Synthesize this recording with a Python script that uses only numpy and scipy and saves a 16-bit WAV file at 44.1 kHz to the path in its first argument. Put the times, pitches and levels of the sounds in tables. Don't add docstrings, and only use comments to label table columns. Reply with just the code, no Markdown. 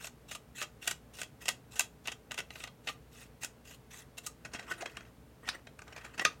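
import sys
import numpy as np
from scipy import signal
from scipy.fft import rfft, irfft, next_fast_len
from scipy.io import wavfile
from scipy.ndimage import uniform_filter1d, map_coordinates

SR = 44100
rng = np.random.default_rng(int(sys.argv[2]) if len(sys.argv) > 2 else 0)


def wav_out(sig):
    wavfile.write(sys.argv[1], SR, np.round(np.clip(np.atleast_2d(sig).T, -1, 1) * 32767).astype(np.int16))


N = 282240

# time in seconds, mid-band level in dB,
# treble against the mid band in dB, skid time in seconds (at least 0.002 is used).
SPOON_CONTACTS = [(0.044, -43, -5, 0.0061), (0.07, -48, 1, 0.0068), (0.313, -41.5, -7, 0.011),
                  (0.35, -42.5, -4.5, 0.0082), (0.616, -37, -15, 0.0019), (0.623, -38, -3, 0.015),
                  (0.8758, -30, -1.5, .005), (0.911, -37, -0.5, 0.006), (1.187, -46.5, -7, 0.017),
                  (1.216, -38, -4.5, 0.0042), (1.232, -45, -2.5, 0.0033), (1.457, -43, -3.5, 0.0042),
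                  (1.4826, -30, -6, 0.0028), (1.489, -30, -1.5, 0.0021), (1.757, -49.5, 1, 0.024),
                  (1.7953, -27.5, .5, 0.0027), (1.807, -33.5, -2, 0.0016), (2.056, -47, -14, 0.0073),
                  (2.074, -39, -4, 0.0015), (2.081, -34.5, -17, 0.0081), (2.118, -42.5, -4, 0.01),
                  (2.311, -42, -15, 0.0022), (2.318, -40.5, -5, 0.0018), (2.343, -47, -3.5, .004),
                  (2.378, -38.5, -12, .0075), (2.387, -35, -11, 0.0096), (2.404, -42.5, -8, 0.0017),
                  (2.506, -46.5, -15.5, 0.0017), (2.556, -46.5, -18, 0.0089), (2.602, -47.5, -16, 0.012),
                  (2.639, -40.5, -7.5, 0.0023), (2.675, -49, -11, 0.0045), (2.873, -35.5, -13, 0.011),
                  (2.886, -35, -13.5, 0.014), (3.434, -42.5, 1, 0.0049), (3.447, -42.5, 2.5, 0.002),
                  (3.709, -58, -3.5, 0.0049), (4.183, -51.5, 5, 0.0034), (4.265, -44, 6, 0.009),
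                  (4.45, -42.5, -8, 0.013), (4.536, -45, -0.5, 0.0079), (4.547, -41, -9, 0.018),
                  (4.595, -45, -8, 0.0029), (4.713, -44.5, -30, 0.01), (4.81, -46.5, -3.5, 0.012),
                  (4.821, -44, -7, 0.0062), (4.859, -39, -11, 0.0035), (4.97, -41.5, -10, 0.0028),
                  (5.008, -53, -12, 0.0019), (5.478, -44, -16, 0.0037), (5.4891, -32.5, -9.5, 0.0016),
                  (5.67, -50.5, -12, 0.0045), (5.791, -48.5, -10, 0.0025), (5.819, -50, -7, 0.0051),
                  (5.879, -56, -7, 0.0036), (5.925, -50.5, -9.5, 0.0094), (5.964, -47, -8, 0.0035),
                  (5.977, -47.5, -11, 0.0099), (6.048, -46, -9, 0.0069), (6.179, -42.5, -8, 0.012),
                  (6.196, -31.5, -10, .003), (6.251, -22.5, -7, 0.0022)]
# frequency in Hz, width in Hz, relative level in dB.
TRAY_MODES = [(676, 32, -14), (1209, 38, 9), (1513, 100, 6), (1926, 63, 12.5), (2677, 80, 1),
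              (3264, 25, 10), (3710, 44, -5), (4030, 33, 3), (4730, 32, -2.5), (5560, 40, 3),
              (6300, 34, -8.5), (6370, 64, -2.5), (7155, 50, -26), (8120, 210, -5), (8860, 36, -42),
              (9500, 70, -6.5)]
# frequency in Hz, relative level in dB per Hz.
DRY_SNAP_SPECTRUM = [(71, -52.5), (120, -17.5), (348, -13), (712, -2.5), (1070, -10), (1210, -5),
                     (1720, -14.5), (1900, 3), (2290, -8.5), (2700, -0.5), (2990, -7), (3740, -5),
                     (4590, -10), (6910, 0.5), (16000, -21.5)]
# frequency in Hz, relative level in dB per Hz.
WET_SNAP_SPECTRUM = [(71, -41), (120, -11), (535, -14), (712, -5.5), (839, -15), (1210, -7.5), (1900, 2.5),
                     (2290, -3), (2590, 3), (3240, -12), (4880, -13.5), (7050, -12), (16000, -46.5)]
# time in seconds, level in dB,
# half-amplitude corner in Hz below which the ring is quiet.
TRAY_KNOCKS = [(5.488, -36.5, 2340), (6.252, -28.5, 500)]
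# frequency in Hz, width in Hz, relative level in dB.
WHOLE_TRAY_MODES = [(438, 44, 0), (1240, 47, 7.5), (1990, 86, 0), (2440, 260, -5.5), (3580, 660, -5.5),
                    (4680, 200, -10), (4600, 250, -32), (5040, 660, -8)]
# start in seconds, end in seconds, relative crest in dB.
POWDER_STROKES = [(-0.005, 0.095, -47.5), (0.275, 0.38, -47.5), (0.545, 0.65, -45.5), (0.812, 0.94, -43.5),
                  (1.128, 1.255, -48.5), (1.4, 1.54, -49.5), (1.705, 1.86, -50), (2.035, 2.135, -56.5),
                  (2.365, 2.41, -43), (2.5, 2.69, -54), (2.83, 2.95, -56.5), (3.11, 3.285, -55),
                  (3.405, 3.475, -46), (3.64, 3.77, -52.5), (3.9, 4.045, -51), (4.168, 4.2, -41),
                  (4.225, 4.29, -52.5)]
# frequency in Hz, relative level in dB per Hz.
GRIT_SPECTRUM = [(410, -42.5), (700, -2.5), (1200, -4.5), (1660, 1), (1900, 2), (2270, -2.5), (2700, 10.5),
                 (3050, 1), (3700, 2.5), (4400, -3), (6500, 1), (8000, -1.5), (9500, -6), (11000, -5.5),
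                 (13500, -8), (16000, -13.5)]
# start in seconds, end in seconds, relative crest in dB.
STIR_SPELLS = [(4.51, 5.11, -53), (5.42, 5.6, -50), (5.86, 6.39, -58.5)]
# frequency in Hz, relative level in dB per Hz.
SAUCE_SPECTRUM = [(180, -25), (300, -0.5), (690, -1), (850, -3), (1490, 1.5), (1700, -8), (1910, 6),
                  (2250, -16), (2700, -5), (3900, -17), (7600, -13), (9500, -21.5), (15000, -26)]
# start in seconds, length in seconds, mean pitch in Hz, level in dB.
SPOON_SQUEAKS = [(4.702, 0.034, 1470, -39), (6.204, 0.031, 1930, -38.5)]
# time in seconds, starting pitch in Hz, level in dB.
AIR_PLOPS = [(4.548, 236, -37.5), (4.822, 514, -33.5), (4.829, 685, -30.5), (4.861, 400, -45)]
# frequency in Hz, t60 in seconds.
ROOM_T60 = [(200, 0.43), (1500, 0.17), (5000, 0.18), (14000, 0.16)]
# frequency in Hz, rms level in dB.
HUM_PARTIALS = [(59.2, -67.5), (118.6, -68.5), (237, -71.5), (425, -74.5), (452, -73.5)]
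# frequency in Hz, relative level in dB per Hz.
AIR_SPECTRUM = [(20, -33), (40, -4), (65, 6), (100, -0.5), (135, 7), (200, -1), (260, 0.5), (370, -7),
                (450, -4), (900, -11.5), (1500, -15.5), (5000, -26), (10000, -28), (16000, -29)]

WET_FROM_S = 4.4
BODY_DRY_DB, BODY_WET_DB = -9.5, -6
BODY_LOSS_DB_PER_DB, USUAL_CONTACT_DB = 0.26, -42
DRY_WALL_HZ, DRY_WALL_WIDTH_HZ, DRY_WALL_DB = 2760, 480, -9.5
CONTACT_BANDS_HZ = [(150, 1000), (1000, 4500), (4500, 16000)]
TOUCH_S, LIFT_S = 0.014, 0.016
CREST_SHARE, ONSET_DB, RELEASE_DB = 0.63, -8.5, -12.5
STIR_CREST_SHARE, STIR_ONSET_DB, STIR_RELEASE_DB = 0.34, -8, -10
TOP_HZ = 16300


def contacts(wall_t60_s=0.057, wall_db=-8, ring_db=-5, bite_s=0.00064, lead_s=0.006, lead_db=-19):
    out = np.zeros(N)
    t = np.arange(SR // 8) / SR - lead_s
    attack = (t > 0) & (t < 0.01)
    for s, db, edge_db, skid_s in SPOON_CONTACTS:
        wet = s > WET_FROM_S
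        body_db = BODY_WET_DB if wet else BODY_DRY_DB
        body_db -= BODY_LOSS_DB_PER_DB * (db - USUAL_CONTACT_DB)
        catch = np.exp(np.minimum(t, 0) / bite_s)
        catch *= np.exp(-(np.maximum(t, 0) / max(skid_s, 0.002)) ** 2)
        drag = amp(lead_db) * (t < 0) * (1 + t / lead_s)
        slips = grains(12000, 3.4, size=len(t)) * (catch + drag)
        rattle = rng.standard_normal(len(t)) * (t > 0) * fade(t, wall_t60_s)
        force = unit(slips) + amp(wall_db) * unit(rattle)
        pitch_factor = np.exp(0.028 * rng.standard_normal())
        snap = shifted(WET_SNAP_SPECTRUM if wet else DRY_SNAP_SPECTRUM, pitch_factor)
        spot_modes = struck(TRAY_MODES, scatter_db=3.5, detune=0.01)
        hit = coloured(force, snap) + amp(ring_db) * ringing(force, spot_modes)
        if not wet:
            hit = hit + amp(DRY_WALL_DB) * ringing(force, [(DRY_WALL_HZ, DRY_WALL_WIDTH_HZ, 0)])
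        for band_hz, band_db in zip(CONTACT_BANDS_HZ, (body_db, 0, edge_db)):
            bandpass = signal.butter(3, band_hz, "band", fs=SR, output="sos")
            part = signal.sosfilt(bandpass, hit)
            add(out, s - lead_s, amp(db + band_db) * part / part[attack].std())
    return out


def knocks(t60_s=0.073):
    out = np.zeros(N)
    t = np.arange(SR // 4) / SR
    for s, db, low_hz in TRAY_KNOCKS:
        chatter = grains(4500, 5.0, size=len(t)) * fade(t, t60_s)
        ring = ringing(chatter, WHOLE_TRAY_MODES)
        ring = filtered(ring, lambda hz: hz ** 3 / (hz ** 3 + low_hz ** 3))
        add(out, s, amp(db) * ring / ring[t < 0.02].std())
    return out


def powder(ring_db=-10, lumps_db=2.0, level_db=-0.5, tick_db=-7):
    pressure = effort(POWDER_STROKES, CREST_SHARE, ONSET_DB, RELEASE_DB)
    grit = coloured(grains(9000, 2.6, size=N), GRIT_SPECTRUM)
    grit = grit + amp(ring_db) * ringing(grains(5700, 2.9, size=N), TRAY_MODES)
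    lumps = amp(lumps_db * wobble(90))
    touches = ticks(DRY_SNAP_SPECTRUM, rate_hz=60, spread_db=5, t60_s=0.022, ring_db=-6.5)
    return amp(level_db) * pressure * (lumps * patchy(grit, depth_db=4.5) + amp(tick_db) * touches)


def sauce(level_db=3.0, bubble_db=-4, clump_db=5.5, tick_db=-4):
    speed = effort(STIR_SPELLS, STIR_CREST_SHARE, STIR_ONSET_DB, STIR_RELEASE_DB)
    crackle = coloured(grains(4000, 2.6, size=N), SAUCE_SPECTRUM)
    squelch = patchy(crackle, depth_db=4.5) + amp(bubble_db) * bubbles()
    clumped = unit(squelch * amp(clump_db * wobble(60)))
    touches = ticks(WET_SNAP_SPECTRUM, rate_hz=26, spread_db=16, t60_s=0.05, ring_db=-2)
    return speed * (amp(level_db) * clumped + amp(tick_db) * touches)


def bubbles(centre_hz=1700, spread=0.346, cycles=8, rise=0.078, count=1500):
    out = np.zeros(N)
    t = np.arange(SR // 30) / SR
    starts_s = rng.uniform(0, N / SR, count)
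    for s, (pitch, size) in zip(starts_s, rng.standard_normal((count, 2))):
        turns = min(centre_hz * np.exp(spread * pitch), SR / 12) * t
        age = turns / cycles
        tone = np.sin(2 * np.pi * turns * (1 + rise * np.minimum(age, 2)))
        add(out, s, amp(2.7 * size) * tone * age * np.exp(-2 * age))
    return unit(out)


def squeaks(jitter=0.034, overtone_db=-24, rub_db=-7):
    out = np.zeros(N)
    for s, length_s, hz, db in SPOON_SQUEAKS:
        n = int(length_s * SR)
        waver = unit(uniform_filter1d(rng.standard_normal(n), size=60))
        phase = 2 * np.pi * np.cumsum(hz * (1 + jitter * waver)) / SR
        tone = np.sin(phase) + amp(overtone_db) * np.sin(2 * phase)
        rub = amp(rub_db) * coloured(rng.standard_normal(n), SAUCE_SPECTRUM)
        add(out, s, amp(db) * unit(np.hanning(n) * (tone + rub)))
    return out


def plops(t60_s=0.035, rise_per_s=6, attack_s=0.00031):
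    out = np.zeros(N)
    t = np.arange(SR // 10) / SR
    envelope = fade(t, t60_s) * (1 - np.exp(-t / attack_s))
    for s, hz, db in AIR_PLOPS:
        tone = np.sin(2 * np.pi * hz * t * (1 + rise_per_s * t))
        add(out, s, amp(db) * tone * envelope)
    return out


def effort(gestures, crest_share, onset_db, release_db):
    t, out = np.arange(N) / SR, np.zeros(N)
    for start, end, db in gestures:
        crest = start + np.clip(crest_share, 0.05, 0.95) * (end - start)
        touching = np.clip((t - start) / TOUCH_S, 0, 1) * np.clip((end - t) / LIFT_S, 0, 1)
        out += touching * amp(db + np.interp(t, [start, crest, end], [onset_db, 0, release_db]))
    return out


def ticks(spectrum, rate_hz, spread_db, t60_s, ring_db):
    force = np.zeros(N)
    t = np.arange(SR // 20) / SR
    for k, (delay, size) in enumerate(rng.random((int(rate_hz * N / SR), 2))):
        touch = fade(t, t60_s) * rng.standard_normal(len(t))
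        add(force, (k + delay) / rate_hz, amp(spread_db * size) * touch)
    return unit(coloured(force, spectrum) + amp(ring_db) * ringing(force, TRAY_MODES))


def struck(modes, scatter_db, detune):
    scatter = rng.standard_normal((len(modes), 2))
    return [(hz * np.exp(detune * a), width, db + scatter_db * b)
            for (hz, width, db), (a, b) in zip(modes, scatter)]


def ringing(x, modes):
    def response(hz):
        total = 0
        for k, (centre, width, db) in enumerate(modes):
            loss = 1j * hz * width
            total = total + (-1) ** k * amp(db) * loss / (centre * centre - hz * hz + loss)
        return total
    return unit(filtered(x, response))


def grains(rate_hz, spread_db, size):
    hits = rng.random(size) < rate_hz / SR
    signs = rng.choice([-1, 1], size)
    return unit(hits * signs * amp(spread_db * rng.standard_normal(size)))


def patchy(x, depth_db):
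    z = signal.stft(x, nperseg=256)[2]
    field = uniform_filter1d(rng.standard_normal(z.shape), size=4, axis=0)
    field = uniform_filter1d(field, size=10, axis=1)
    return unit(signal.istft(z * amp(depth_db * unit(field)), nperseg=256)[1][:len(x)])


def wobble(rate_hz):
    knots = rng.standard_normal(int(N * rate_hz / SR) + 4)
    return map_coordinates(knots, [np.arange(N) * rate_hz / SR])


def shifted(table, factor):
    return [(hz * factor, *rest) for hz, *rest in table]


def coloured(x, spectrum):
    return unit(filtered(x, lambda hz: amp(along(spectrum, hz))))


def filtered(x, response):
    n = x.shape[-1]
    m = next_fast_len(n + 8192)
    return irfft(rfft(x, m) * response(np.fft.rfftfreq(m, 1 / SR)), m)[..., :n]


def along(points, hz):
    f, v = np.transpose(points)
    return np.interp(np.log(hz + 1), np.log(f + 1), v)


def fade(t, t60_s):
    return np.exp(-np.log(1000) * t / t60_s)


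def add(track, s, x):
    part = track[round(s * SR):][:len(x)]
    part += x[:len(part)]


def amp(db):
    return 10 ** (np.asarray(db) / 20)


def unit(x):
    return x / np.sqrt(np.mean(x ** 2) + 1e-20)


def room(x, build_s=0.0013, count=32):
    out, start = np.zeros(N), 0
    for piece in np.array_split(x, count):
        hz, t, z = signal.stft(rng.standard_normal(SR // 2), SR, nperseg=256)
        decay = fade(t, along(ROOM_T60, hz)[:, None])
        tail = signal.istft(z * decay, SR, nperseg=256)[1]
        tail *= 1 - np.exp(-np.arange(len(tail)) / SR / build_s)
        add(out, start / SR, signal.fftconvolve(piece, tail / np.linalg.norm(tail)))
        start += len(piece)
    return out


def background(air_db=-59, drift_rad=0.26):
    t = np.arange(N) / SR
    hum = np.zeros(N)
    for hz, db in HUM_PARTIALS:
        drift = drift_rad * hz / HUM_PARTIALS[0][0] * wobble(4)
        hum += amp(db) * unit(np.sin(2 * np.pi * hz * t + drift))
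    return hum + amp(air_db) * coloured(rng.standard_normal(N), AIR_SPECTRUM)


def scene():
    spoon = contacts() + knocks() + powder() + sauce() + squeaks() + plops()
    mono = spoon + amp(-11.5) * room(spoon) + background()
    side = amp(-29.5) * filtered(mono, lambda hz: 1j)
    balance = amp([[0.13], [-0.13]])
    return np.array([mono + side, mono - side]) * balance


def record(dry):
    return filtered(dry, lambda hz: hz < TOP_HZ)


dry = scene()
out = record(dry)
wav_out(out)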